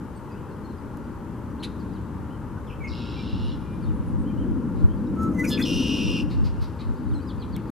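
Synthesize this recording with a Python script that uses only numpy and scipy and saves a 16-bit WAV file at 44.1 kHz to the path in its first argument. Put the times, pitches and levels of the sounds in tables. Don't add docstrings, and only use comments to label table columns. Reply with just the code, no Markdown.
import sys
import numpy as np
from scipy import signal
from scipy.fft import rfft, irfft, next_fast_len
from scipy.io import wavfile
from scipy.ndimage import uniform_filter1d

SR = 44100
rng = np.random.default_rng(int(sys.argv[2]) if len(sys.argv) > 2 else 0)


def how_loud(loudness_db):
    steps = np.asarray(loudness_db, float) / 20
    return 10 ** steps


def store_wav(level_fs):
    pcm = np.round(np.clip(np.atleast_2d(level_fs), -1, 1) * 32767)
    wavfile.write(sys.argv[1], SR, pcm.T.astype(np.int16))


N = 340011
END_S = 7.704

# frequency in Hz, likeness from 0 to 1.
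LIKENESS = [(60, 0.68), (250, 0.85), (700, 0.77), (1400, 0.83), (3100, 0.71), (6800, 0.11), (15000, .05)]
# frequency in Hz, density in dB per Hz.
TRAFFIC = [(220, -24), (380, 1), (430, -1), (451, -11.5), (569, -6), (664, -16.5), (892, -3.5),
           (1420, -11.5), (2230, -26), (3040, -29.5), (3550, -34.5), (4340, -36), (5070, -37.5),
           (13100, -40.5), (15500, -45)]
WASH_DB = -44.5
# frequency in Hz, density in dB per Hz.
RUMBLE = [(13, -62), (22, -21.5), (65, 2), (114, 1.5), (141, -0.5), (170, -4), (220, -35), (370, -120)]
RUMBLE_DB, NEAREST_S, PASS_S = -34, 4.9, 2.68
# frequency in Hz, density in dB per Hz.
DRONE = [(65, -39), (110, -14), (140, -19), (178, 0.5), (258, -4), (319, -0.5), (381, -29), (400, -35),
         (520, -15), (880, -120)]
# frequency in Hz, density in dB per Hz.
GROWL = [(210, -3), (360, 4), (387, -13), (414, -10.5), (455, 0), (499, -9.5), (543, -7), (700, -26),
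         (910, -67), (1540, -120)]
# frequency in Hz, level in dB against the growl.
WHINE = [(421, -7), (490, -7.5), (615, -15)]
# time in seconds, drone level in dB, centre of the moving band in Hz.
VEHICLE = [(0, -35, 230), (.17, -41.5, 204.9), (.92, -37, 237.4), (2.0, -34.5, 210), (2.77, -39, 211.9),
           (3.31, -31.5, 235.9), (3.6, -33, 204.9), (4.16, -30, 214.4), (4.47, -26, 245), (4.9, -29, 206.9),
           (5.3, -24, 245.3), (6.1, -25, 250.8), (6.68, -39, 205.6), (7.19, -32, 268.7), (7.41, -37, 219),
           (7.71, -30.5, 199.4)]
GROWL_DB, GROWL_FOLLOWS, GROWL_WAKES_DB = -46.5, 2.18, -29.5
# peak time in seconds, width in seconds, peak level in dB.
GUSTS = [(1.65, .14, -48), (2.81, 0.072, -30), (2.92, .04, -29), (3.14, .15, -41), (3.34, .04, -25),
         (3.46, 0.29, -25.5), (3.9, 0.15, -22), (4.01, 0.034, -21), (4.17, 0.28, -24), (4.4, .11, -26),
         (4.52, .14, -24), (4.85, 0.26, -21), (4.85, .06, -10.5), (5.12, 0.073, -31), (5.6, .2, -44),
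         (5.76, .06, -26), (6.09, .16, -24), (6.25, 0.079, -23), (6.42, .27, -17.5), (6.62, 0.11, -21.5),
         (6.9, 0.099, -21), (7.12, 0.15, -21), (7.38, 0.061, -30), (7.53, .15, -34)]
# frequency in Hz, density in dB per Hz.
GUST = [(12, -38), (20, -5), (65, 10.5), (96, 9.5), (177, -8), (229, -15.5), (264, -26), (330, -35),
        (430, -32), (730, -120)]
# start in seconds, peak level in dB.
TICKS = [
    (0.9719, -42),
    (7.5642, -32),
    (7.7, -46),
]
# start in seconds, level in dB rms, frequency in Hz.
TWITTER = [
    (3.42, -66.5, 9900),
    (3.58, -70, 9600),
    (3.7, -70, 9800),
    (3.8, -69, 10000),
    (3.92, -68, 9860),
    (4.05, -65, 9640),
    (4.17, -65, 8760),
]
TWITTER_S = 0.086
# start in seconds, length in seconds, starting pitch in Hz, level in dB rms.
FALLS = [(1.794, .03, 4950, -66), (1.934, .035, 4900, -65), (1.966, .025, 3300, -65),
         (3.605, 0.025, 3600, -63), (3.821, .045, 4850, -64), (3.879, 0.042, 3350, -64),
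         (7.113, .032, 3780, -61), (7.271, 0.052, 5134, -54.5), (7.289, 0.027, 3780, -54),
         (7.397, 0.055, 4750, -55), (7.417, .025, 3460, -56), (7.523, .052, 4730, -55.5),
         (7.545, 0.041, 3600, -57), (7.673, 0.026, 4970, -69)]
FALL_HZ_PER_S, BOW_HZ_PER_S = 36000, 5470
# start in seconds, length in seconds, top pitch in Hz, level in dB rms.
ARCHES = [
    (2.298, 0.073, 3120, -63.5),
    (4.248, .082, 3150, -63),
    (4.372, .074, 3150, -62),
]
ARCH_FOOT = .89
# start in seconds, length in
# seconds, pitch in Hz, slide in Hz, level in dB rms.
PEEPS = [(.15, .031, 4500, 180, -67), (.155, .042, 8400, -100, -65), (.303, .035, 2540, -180, -65),
         (.335, .045, 2700, 500, -65), (.376, .02, 2930, -80, -64), (4.295, .035, 2420, 0, -63),
         (0.43, 0.025, 2580, -60, -67), (.462, .065, 2650, 250, -68), (0.638, .06, 4250, -80, -64),
         (.7, .03, 4080, -150, -70), (.505, .03, 4300, -400, -69), (.772, .028, 4850, 0, -71),
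         (1.035, 0.033, 4750, 0, -72), (1.5, .04, 5900, 0, -75), (1.582, .021, 3400, 1600, -62),
         (1.601, 0.025, 4200, -120, -58), (.31, .032, 4800, 70, -65), (5.035, .07, 5200, 1500, -74),
         (5.07, .02, 3800, 0, -65), (4.965, .05, 4200, -1600, -75), (3.162, 0.061, 2360, -20, -56),
         (3.62, .22, 2400, -71, -65), (3.86, .046, 3700, 146, -66), (4.888, 0.053, 3170, 302, -62.5),
         (7.08, .024, 4450, 300, -67), (7.142, .048, 4080, -320, -57), (7.13, 0.035, 8350, -700, -65),
         (7.17, .025, 7900, -100, -66), (7.135, .03, 5500, 2500, -69), (7.2, 0.041, 4560, 470, -65),
         (7.199, .016, 2500, -50, -64), (7.199, .016, 3050, 0, -63), (7.387, 0.066, 2450, -150, -64),
         (7.563, 0.0065, 2220, -100, -49), (6.955, .03, 4650, 700, -69)]
# start in seconds, length in seconds, level in dB rms, throat pitch in Hz, echo in dB.
CHUCKS = [
    (1.623, 0.048, -39, 3700, -9.5),
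    (4.735, .13, -68, 3980, 2),
    (6.292, .06, -53, 4200, 2.5),
    (6.433, 0.057, -53, 4523, 2.5),
    (6.6, 0.072, -52, 4400, -0.5),
    (6.782, 0.049, -56.5, 3927, 6),
]
# frequency in Hz, density in dB per Hz.
CHUCK = [(1060, -33), (1800, -18), (2740, -15), (2960, -15), (3900, -7.5), (5640, -26), (6750, -25.5),
         (9270, -26), (10500, -20), (14000, -48)]
# start and length in seconds, first and last pitch in Hz, peak in dB rms.
CHUCK_TONE = [
    (1.622, .04, 2810, 4400, -33),
    (1.655, .028, 4000, 3640, -55),
]
# multiple of the pitch, level in dB.
OVERTONES = [(2, -41), (3, -41), (4, -39), (5, -42.5)]
BEAK_HZ, BEAK_DB, BEAK_WIDTH = 6350, 15, .1
LATE_BELOW_HZ, LATE_SPAN_HZ = 4200, 993
# start and length in seconds, first and last pitch in Hz, peak in dB rms.
RIVAL_WHISTLES = [
    (2.565, 0.036, 1494, 1530, -48),
    (2.665, .04, 3930, 2150, -57.5),
    (2.66, .07, 5200, 5200, -66),
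    (2.72, 0.08, 2500, 2450, -64),
    (2.8, 0.036, 2350, 2170, -44.5),
    (2.83, 0.041, 2145, 2170, -39),
]
RIVAL_GURGLES = [
    (2.695, 0.023, 2650, 2750, -42),
    (2.7, 0.055, 2950, 2950, -55),
    (2.83, .06, 2480, 2650, -48),
]
# time in seconds, buzz cycles per second, level in dB.
FAR_TRILL = [
    (2.872, 58.85, -42),
    (2.9, 58.4, -49),
    (3.529, 58.2, -51),
    (3.58, 57.6, -78),
]
# pitch in Hz, fall per cycle in Hz, wander in Hz, level in dB, accent in dB.
FAR_VOICES = [(2740, 220, 60, 1, 7.9), (3350, 270, 131, 0, 3.1), (3910, 400, 110, 1, 4.7),
              (4520, 300, 152, -3.5, 3), (5260, 410, 150, -1.5, 4.4), (5600, 300, 197, -12.5, 3),
              (3050, 270, 118, -4, 3), (6900, 300, 450, -17, 3)]
# start and length in seconds, first and last pitch in Hz, peak in dB rms.
WHISTLES = [(5.15, 0.17, 1311, 1313, -33.5), (5.3, .04, 1249, 1270, -44.5), (5.34, .11, 2070, 2008, -45),
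            (5.377, 0.056, 2027, 2014, -26.5), (5.33, .05, 6280, 6150, -62), (5.37, .045, 6110, 6057, -59),
            (5.41, .05, 5900, 5780, -62), (5.485, 0.11, 1740, 1710, -44), (5.582, .023, 6020, 6020, -51),
            (5.611, 0.02, 3380, 3540, -31), (5.624, .006, 5400, 3460, -29), (5.626, 0.023, 5120, 5220, -34)]
GURGLES = [(5.42, 0.045, 1415, 1680, -35), (5.437, 0.027, 2450, 2540, -30),
           (5.445, .028, 2260, 2270, -32.5), (5.452, .05, 5800, 6060, -43), (5.4, .06, 6600, 6600, -53),
           (5.476, .036, 6780, 6850, -47), (5.468, .036, 5040, 5130, -38), (5.545, 0.045, 3430, 3440, -39),
           (5.572, 0.016, 2450, 2410, -28), (5.633, .016, 3413, 3500, -27.5),
           (5.645, .015, 3830, 4330, -40), (5.648, .022, 2750, 2850, -29), (5.555, .06, 1240, 1240, -46)]
# start in seconds, length in seconds.
HIGH_CHORD = (5.496, 0.075)
LOW_CHORD = (5.583, 0.042)
# frequency in Hz, peak level in dB rms.
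HIGH_PARTIALS = [(2860, -37), (3465, -28), (4240, -36), (5060, -33.5)]
LOW_PARTIALS = [(1610, -36), (2005, -34), (2500, -34), (3410, -50)]
# peak time in seconds, peak level in dB.
PUFFS = [
    (5.235, -59),
    (5.4, -56),
    (5.455, -51.5),
    (5.502, -44.5),
    (5.612, -48),
]
PUFF_DB_PER_S, LEAK_DB, LEAK_DB_PER_S = 420, -57.5, 16
# frequency in Hz, density in dB per Hz.
RASP_COLOUR = [(3710, -18), (6300, -10), (6940, -5), (7120, -14), (7760, -10.5), (9200, -12.5),
               (11800, -6.5), (12800, -20), (14900, -10)]
# time in seconds, buzz cycles per second, level in dB.
NEAR_TRILL = [
    (5.645, 102, -37),
    (5.66, 100, -32.5),
    (5.9, 100.5, -33),
    (6.201, 95, -35),
    (6.235, 76, -50),
]
# pitch in Hz, fall per cycle in Hz, wander in Hz, level in dB, accent in dB.
NEAR_VOICES = [(2892, -3, 11, -4, 7.5), (2810, 104, 58, 1.5, -7.5), (3600, 292, 99, -11.5, 3.5),
               (4400, 600, 230, -15, 5.5), (5830, 0, 22, -17, 7.5), (5620, 1098, 45, -8, 6.5),
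               (6850, 100, 110, -26, 1), (5400, 200, 90, -12.5, 3), (3120, 60, 54, -11, -3),
               (7670, 300, 420, -26.5, -3), (8370, 500, 183, -26, 4), (9250, 300, 360, -27.5, 5.5),
               (9740, 500, 370, -28, -3)]


def rms_one(x):
    return x / np.sqrt(np.mean(x ** 2) + 1e-20)


def in_time(rows, t):
    s, *columns = np.transpose(rows)
    return [np.interp(t, s, c) for c in columns]


def at_hz(points, hz):
    point_hz, values = np.array(points).T
    return np.interp(np.log(hz + 1), np.log(point_hz), values)


def coloured(x, spectrum):
    size = next_fast_len(x.shape[-1])
    hz = np.arange(size // 2 + 1) * SR / size
    return irfft(rfft(x, size) * how_loud(at_hz(spectrum, hz)), size)[..., :x.shape[-1]]


def tone(hz):
    return np.sin(2 * np.pi * np.cumsum(hz) / SR)


def drift(rate, size=N):
    r = np.exp(-2 * np.pi * rate / SR)
    noise = rng.standard_normal(size + 20000)
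    return rms_one(signal.lfilter([1], [1, -2 * r, r * r], noise)[20000:])


def swell(size, rise, point=1.0):
    u, rise = np.arange(size) / size, np.clip(rise, .05, .9)
    return np.sin(np.pi / 2 * np.minimum(u / rise, (1 - u) / (1 - rise))) ** point


def add(out, s, sound):
    i = round(s * SR)
    out[i:i + len(sound)] += sound[:N - i]


def woods(x, t60, gap_s):
    t = np.arange(round(.7 * SR)) / SR
    shared, left, right = rng.standard_normal((3, len(t)))
    tail = (shared + 0.46 * np.array([left, right])) * how_loud(-60 * t / t60) * (t > gap_s)
    tail = signal.lfilter([1], [1, -.4], tail)
    tail = tail / np.sqrt(np.sum(tail ** 2) / 2)
    return signal.fftconvolve(x[None], tail, axes=1)[:, :N]


def stereo_noise(spectrum):
    mid, side = coloured(rng.standard_normal((2, N)), spectrum)
    side_db = [(hz, 10 * np.log10((1.001 - min(c, 1)) / (1 + c))) for hz, c in LIKENESS]
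    side = coloured(side, side_db)
    return (mid + side * [[1], [-1]]) / np.std(mid)


def traffic(t):
    whistle = how_loud(-19.5 + 5.7 * drift(3.4)) * np.sin(2 * np.pi * 1393 * t)
    return how_loud(WASH_DB) * (stereo_noise(TRAFFIC) + whistle)


def rumble(t):
    db = RUMBLE_DB - 10 * np.log10(1 + ((t - NEAREST_S) / PASS_S) ** 2)
    return how_loud(db + 0.5) * stereo_noise(RUMBLE)


def vehicle(t):
    drone_db, centre_hz = in_time(VEHICLE, t)
    growl_db = GROWL_DB + GROWL_FOLLOWS * np.maximum(drone_db - GROWL_WAKES_DB, 0)
    turn = 2 * np.pi * np.cumsum(centre_hz) / SR
    moving_band = (drift(59.7) * np.sin(turn) + drift(46.0) * np.cos(turn)) * how_loud(-3.0)
    tones = sum(how_loud(db + 3.25 * drift(2.7)) * tone(hz + 1.572 * drift(3.21)) for hz, db in WHINE)
    roar = how_loud(drone_db) * (how_loud(-4) * stereo_noise(DRONE) + moving_band)
    growl = how_loud(growl_db - 0.5) * stereo_noise(GROWL)
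    return roar + growl + how_loud(uniform_filter1d(growl_db, size=20000)) * tones


def wind(t):
    db = np.full(N, -60.)
    for s, width, peak_db in GUSTS:
        db = np.maximum(db, peak_db + 1.5 - 30 * np.abs(t - s) / width)
    db = uniform_filter1d(db, size=500)
    air = rms_one(coloured(rng.standard_normal(N), GUST))
    air = air / np.sqrt(uniform_filter1d(air ** 2, size=2500) + .1)
    bright = signal.sosfilt(signal.butter(2, 130, "high", fs=SR, output="sos"), air)
    brighter = how_loud(0.33 * (db + 37)) - 1
    return how_loud(db + 1.0) * (air + brighter * bright) * [[1.06], [-.94]]


def ticks():
    out, t = np.zeros((2, N)), np.arange(300) / SR
    for s, db in TICKS:
        snap = rng.standard_normal(300) * how_loud(db - 0.5 - 60 * t / 0.01)
        add(out[0], s, snap)
        add(out[1], s, 0.62 * snap)
    return signal.sosfilt(signal.butter(2, [4500, 15000], "band", fs=SR, output="sos"), out)


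def twitter():
    out = np.zeros(N)
    for s, db, hz in TWITTER:
        size = round(TWITTER_S * SR)
        tremble = hz + 450 * drift(404, size)
        add(out, s, how_loud(db) * swell(size, rise=.4) * tone(tremble))
    return out


def chirps():
    rows = []
    for s, length, hz, db in FALLS:
        middle_hz = hz - (FALL_HZ_PER_S / 2 - BOW_HZ_PER_S) * length
        rows.append((s, length, middle_hz, -FALL_HZ_PER_S * length, BOW_HZ_PER_S * length, db))
    rows += [(s, length, hz, 0, hz * (1 - ARCH_FOOT), db) for s, length, hz, db in ARCHES]
    rows += [(s, length, hz, slide_hz, 0, db) for s, length, hz, slide_hz, db in PEEPS]
    out = np.zeros(N)
    for s, length, middle_hz, slide_hz, bow_hz, db in rows:
        u = np.linspace(-1, 1, round(length * SR))
        hz = middle_hz + slide_hz / 2 * u - bow_hz * u ** 2
        level = np.sqrt(2) * how_loud(db + 3.2 * drift(97, len(u)))
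        add(out, s, level * swell(len(u), rise=0.35, point=0.3) * tone(hz))
    return out


def chucks():
    direct, feed = np.zeros(N), np.zeros(N)
    for s, length, db, throat_hz, echo_db in CHUCKS:
        size = round(length * SR)
        slaps = rng.standard_normal(size) * how_loud(2.2 * drift(500, size))
        air_db = 0.07 * (echo_db + 12.5)
        throat = [(hz * throat_hz / 3700, d - hz / 1000 * air_db) for hz, d in CHUCK]
        call = how_loud(db) * swell(size, rise=0.3, point=1.7) * rms_one(coloured(slaps, throat))
        add(direct, s, call)
        add(feed, s, how_loud(echo_db) * call)
    return direct + notes(CHUCK_TONE, throb=0.8, throb_hz=210, wobble_hz=334), feed


def notes(rows, throb, throb_hz, wobble_hz):
    out = np.zeros(N)
    for s, length, from_hz, to_hz, db in rows:
        size = round(length * SR)
        hz = np.linspace(from_hz, to_hz, size) + wobble_hz * throb * drift(195, size)
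        phase, effort = 2 * np.pi * np.cumsum(hz) / SR, swell(size, rise=.5, point=1.3)
        upper = np.zeros(size)
        for k, overtone_db in OVERTONES:
            if k * from_hz < .3 * SR:
                beak_db = BEAK_DB * np.exp(-(np.log(k * hz / BEAK_HZ) / BEAK_WIDTH) ** 2)
                upper += how_loud(overtone_db + beak_db + 2 * drift(61, size)) * np.sin(k * phase)
        turn = np.pi * throb_hz * np.arange(size) / SR
        beat = 1 - np.clip(throb, 0, 1) * (0.49 * np.sin(turn) ** 2 + 0.7 * np.sin(2 * turn) ** 2)
        add(out, s, np.sqrt(2) * how_loud(db) * effort * beat * (np.sin(phase) + effort * upper))
    return out


def trill(rows, voices, count, depth, rough_db, late_s, glide, low_glide, bend, tire_db):
    start, end = rows[0][0], rows[-1][0]
    size = round((end - start) * SR)
    t = np.arange(size) / SR
    rate, db = in_time(rows, start + t)
    cycle = np.cumsum(rate * (1 + 0.0016 * drift(33, size))) / SR
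    pulses = 1 - np.clip(depth, 0, 1) * np.cos(np.pi * count * cycle) ** 2
    late = np.cos(np.pi * (cycle - 1 + .5 / count)) ** 10
    buzz = 0
    for hz, fall_hz, wander_hz, voice_db, accent_db in voices:
        low = np.clip((LATE_BELOW_HZ - hz) / LATE_SPAN_HZ, 0, 1)
        joined = np.clip((t - late_s * low) / 0.0089, 0, 1)
        hz = hz * (1 + (glide + low_glide * low) * (t / t[-1]) ** bend)
        wander = 1.588 * wander_hz * np.tanh(drift(251, size))
        slide = hz - fall_hz * ((cycle % 1) ** 3 - .25) + wander
        unsteady_db = rough_db * wander_hz / (wander_hz + 60) * drift(150, size)
        tired_db = tire_db * (low - .7) * t / t[-1]
        buzz = buzz + joined * how_loud(voice_db + tired_db + accent_db * late + unsteady_db) * tone(slide)
    out = np.zeros(N)
    stop = np.clip((t[-1] - t) / .005, 0, 1)
    add(out, start, how_loud(db) * stop * rms_one(buzz * pulses))
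    return out


def rival_song():
    song = notes(RIVAL_WHISTLES, throb=0.12, throb_hz=129.95, wobble_hz=121)
    song = song + notes(RIVAL_GURGLES, throb=0.9, throb_hz=130, wobble_hz=121)
    buzz = trill(FAR_TRILL, FAR_VOICES, count=2, depth=.75, rough_db=1.8, late_s=.05,
                 glide=.005, low_glide=.075, bend=1.3, tire_db=4.5)
    return song + how_loud(-0.5) * buzz


def rasp():
    start, trill_s, end = WHISTLES[0][0], NEAR_TRILL[0][0], NEAR_TRILL[-1][0]
    t = np.arange(start, end, 1 / SR)
    db = np.where(t > trill_s, LEAK_DB - LEAK_DB_PER_S * (t - trill_s), -72.)
    for s, peak_db in PUFFS:
        db = np.maximum(db, peak_db - PUFF_DB_PER_S * np.abs(t - s))
    air = rms_one(coloured(rng.standard_normal(len(t)), RASP_COLOUR))
    out = np.zeros(N)
    add(out, start, how_loud(db + 7.5 + 2.0 * drift(84, len(t))) * air)
    return out


def singer():
    chords = [(*HIGH_CHORD, hz, hz, db) for hz, db in HIGH_PARTIALS]
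    chords += [(*LOW_CHORD, hz, hz, db) for hz, db in LOW_PARTIALS]
    song = notes(WHISTLES, throb=.12, throb_hz=143, wobble_hz=110)
    song = song + notes(list(GURGLES) + chords, throb=.7, throb_hz=143, wobble_hz=105)
    buzz = trill(NEAR_TRILL, NEAR_VOICES, count=3, depth=.7, rough_db=2, late_s=.002,
                 glide=-.04, low_glide=-.005, bend=2.4, tire_db=3.5)
    return song + rasp() + buzz


def scene():
    t = np.arange(N) / SR
    low = traffic(t) + rumble(t) + vehicle(t)
    far = chirps() + twitter()
    direct, feed = chucks()
    rival, near = rival_song(), singer()
    near_left = signal.lfilter([.27, 1], [1, .27], near)
    early = how_loud(-12) * near + feed + how_loud(-9) * far + how_loud(-2.0) * rival
    late = how_loud(-12.0) * rival + how_loud(-11.5) * far + how_loud(-24.5) * near + how_loud(-9.0) * feed
    echoes = woods(early, t60=0.18, gap_s=.004) + woods(late, t60=2.5, gap_s=0.017)
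    lean = how_loud([[.3], [-.3]])
    birds = np.array([near_left, near]) * lean + rival * how_loud([[-.5], [.5]]) + (far + direct) * lean
    return low * how_loud([[1.6], [-1.6]]) + wind(t) + birds + echoes + ticks()


def starved(x):
    edge_top_hz, edge_hz_per_db = 13450, 55
    need_hz_per_db, need_most_db, spread_db = 170, 3, 1.9
    hz, _, z = signal.stft(x, SR, nperseg=2048)
    band_hz = hz[4:1024:8, None]
    power = np.mean(np.abs(z[:, :1024]) ** 2, axis=0).reshape(128, 8, -1).mean(axis=1) + 1e-20
    band_db = 10 * np.log10(power)
    loud_db = uniform_filter1d(10 * np.log10(power.sum(axis=0)), size=15)
    song_db = uniform_filter1d(band_db[14:36].mean(axis=0), size=5)
    song_load_db = 1.2 * np.clip(song_db - np.median(song_db), 0, 12)
    load_db = loud_db - np.median(loud_db) + song_load_db
    edge_hz = edge_top_hz - edge_hz_per_db * load_db
    need_db = np.minimum((band_hz - edge_hz) / need_hz_per_db, need_most_db + .4 * load_db)
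    luck_db = spread_db * rms_one(uniform_filter1d(rng.standard_normal(power.shape), size=3))
    stands_db = band_db - np.median(band_db, axis=1, keepdims=True) + luck_db
    keep = (stands_db > need_db) | (band_hz < edge_hz - 900)
    z[:, :1024] *= np.repeat(keep, 8, axis=0)
    return signal.istft(z, SR, nperseg=2048)[1][:, :N]


def top_cut(x):
    return signal.sosfilt(signal.butter(12, 16170, fs=SR, output="sos"), x)


def record(dry):
    low_pass = signal.ellip(10, .5, 70, 14950, fs=SR, output="sos")
    cut = signal.sosfilt(low_pass, starved(dry))
    finished = cut * np.clip((END_S - np.arange(N) / SR) / .003, 0, 1)
    return top_cut(finished)


dry = scene()
out = record(dry)
store_wav(out)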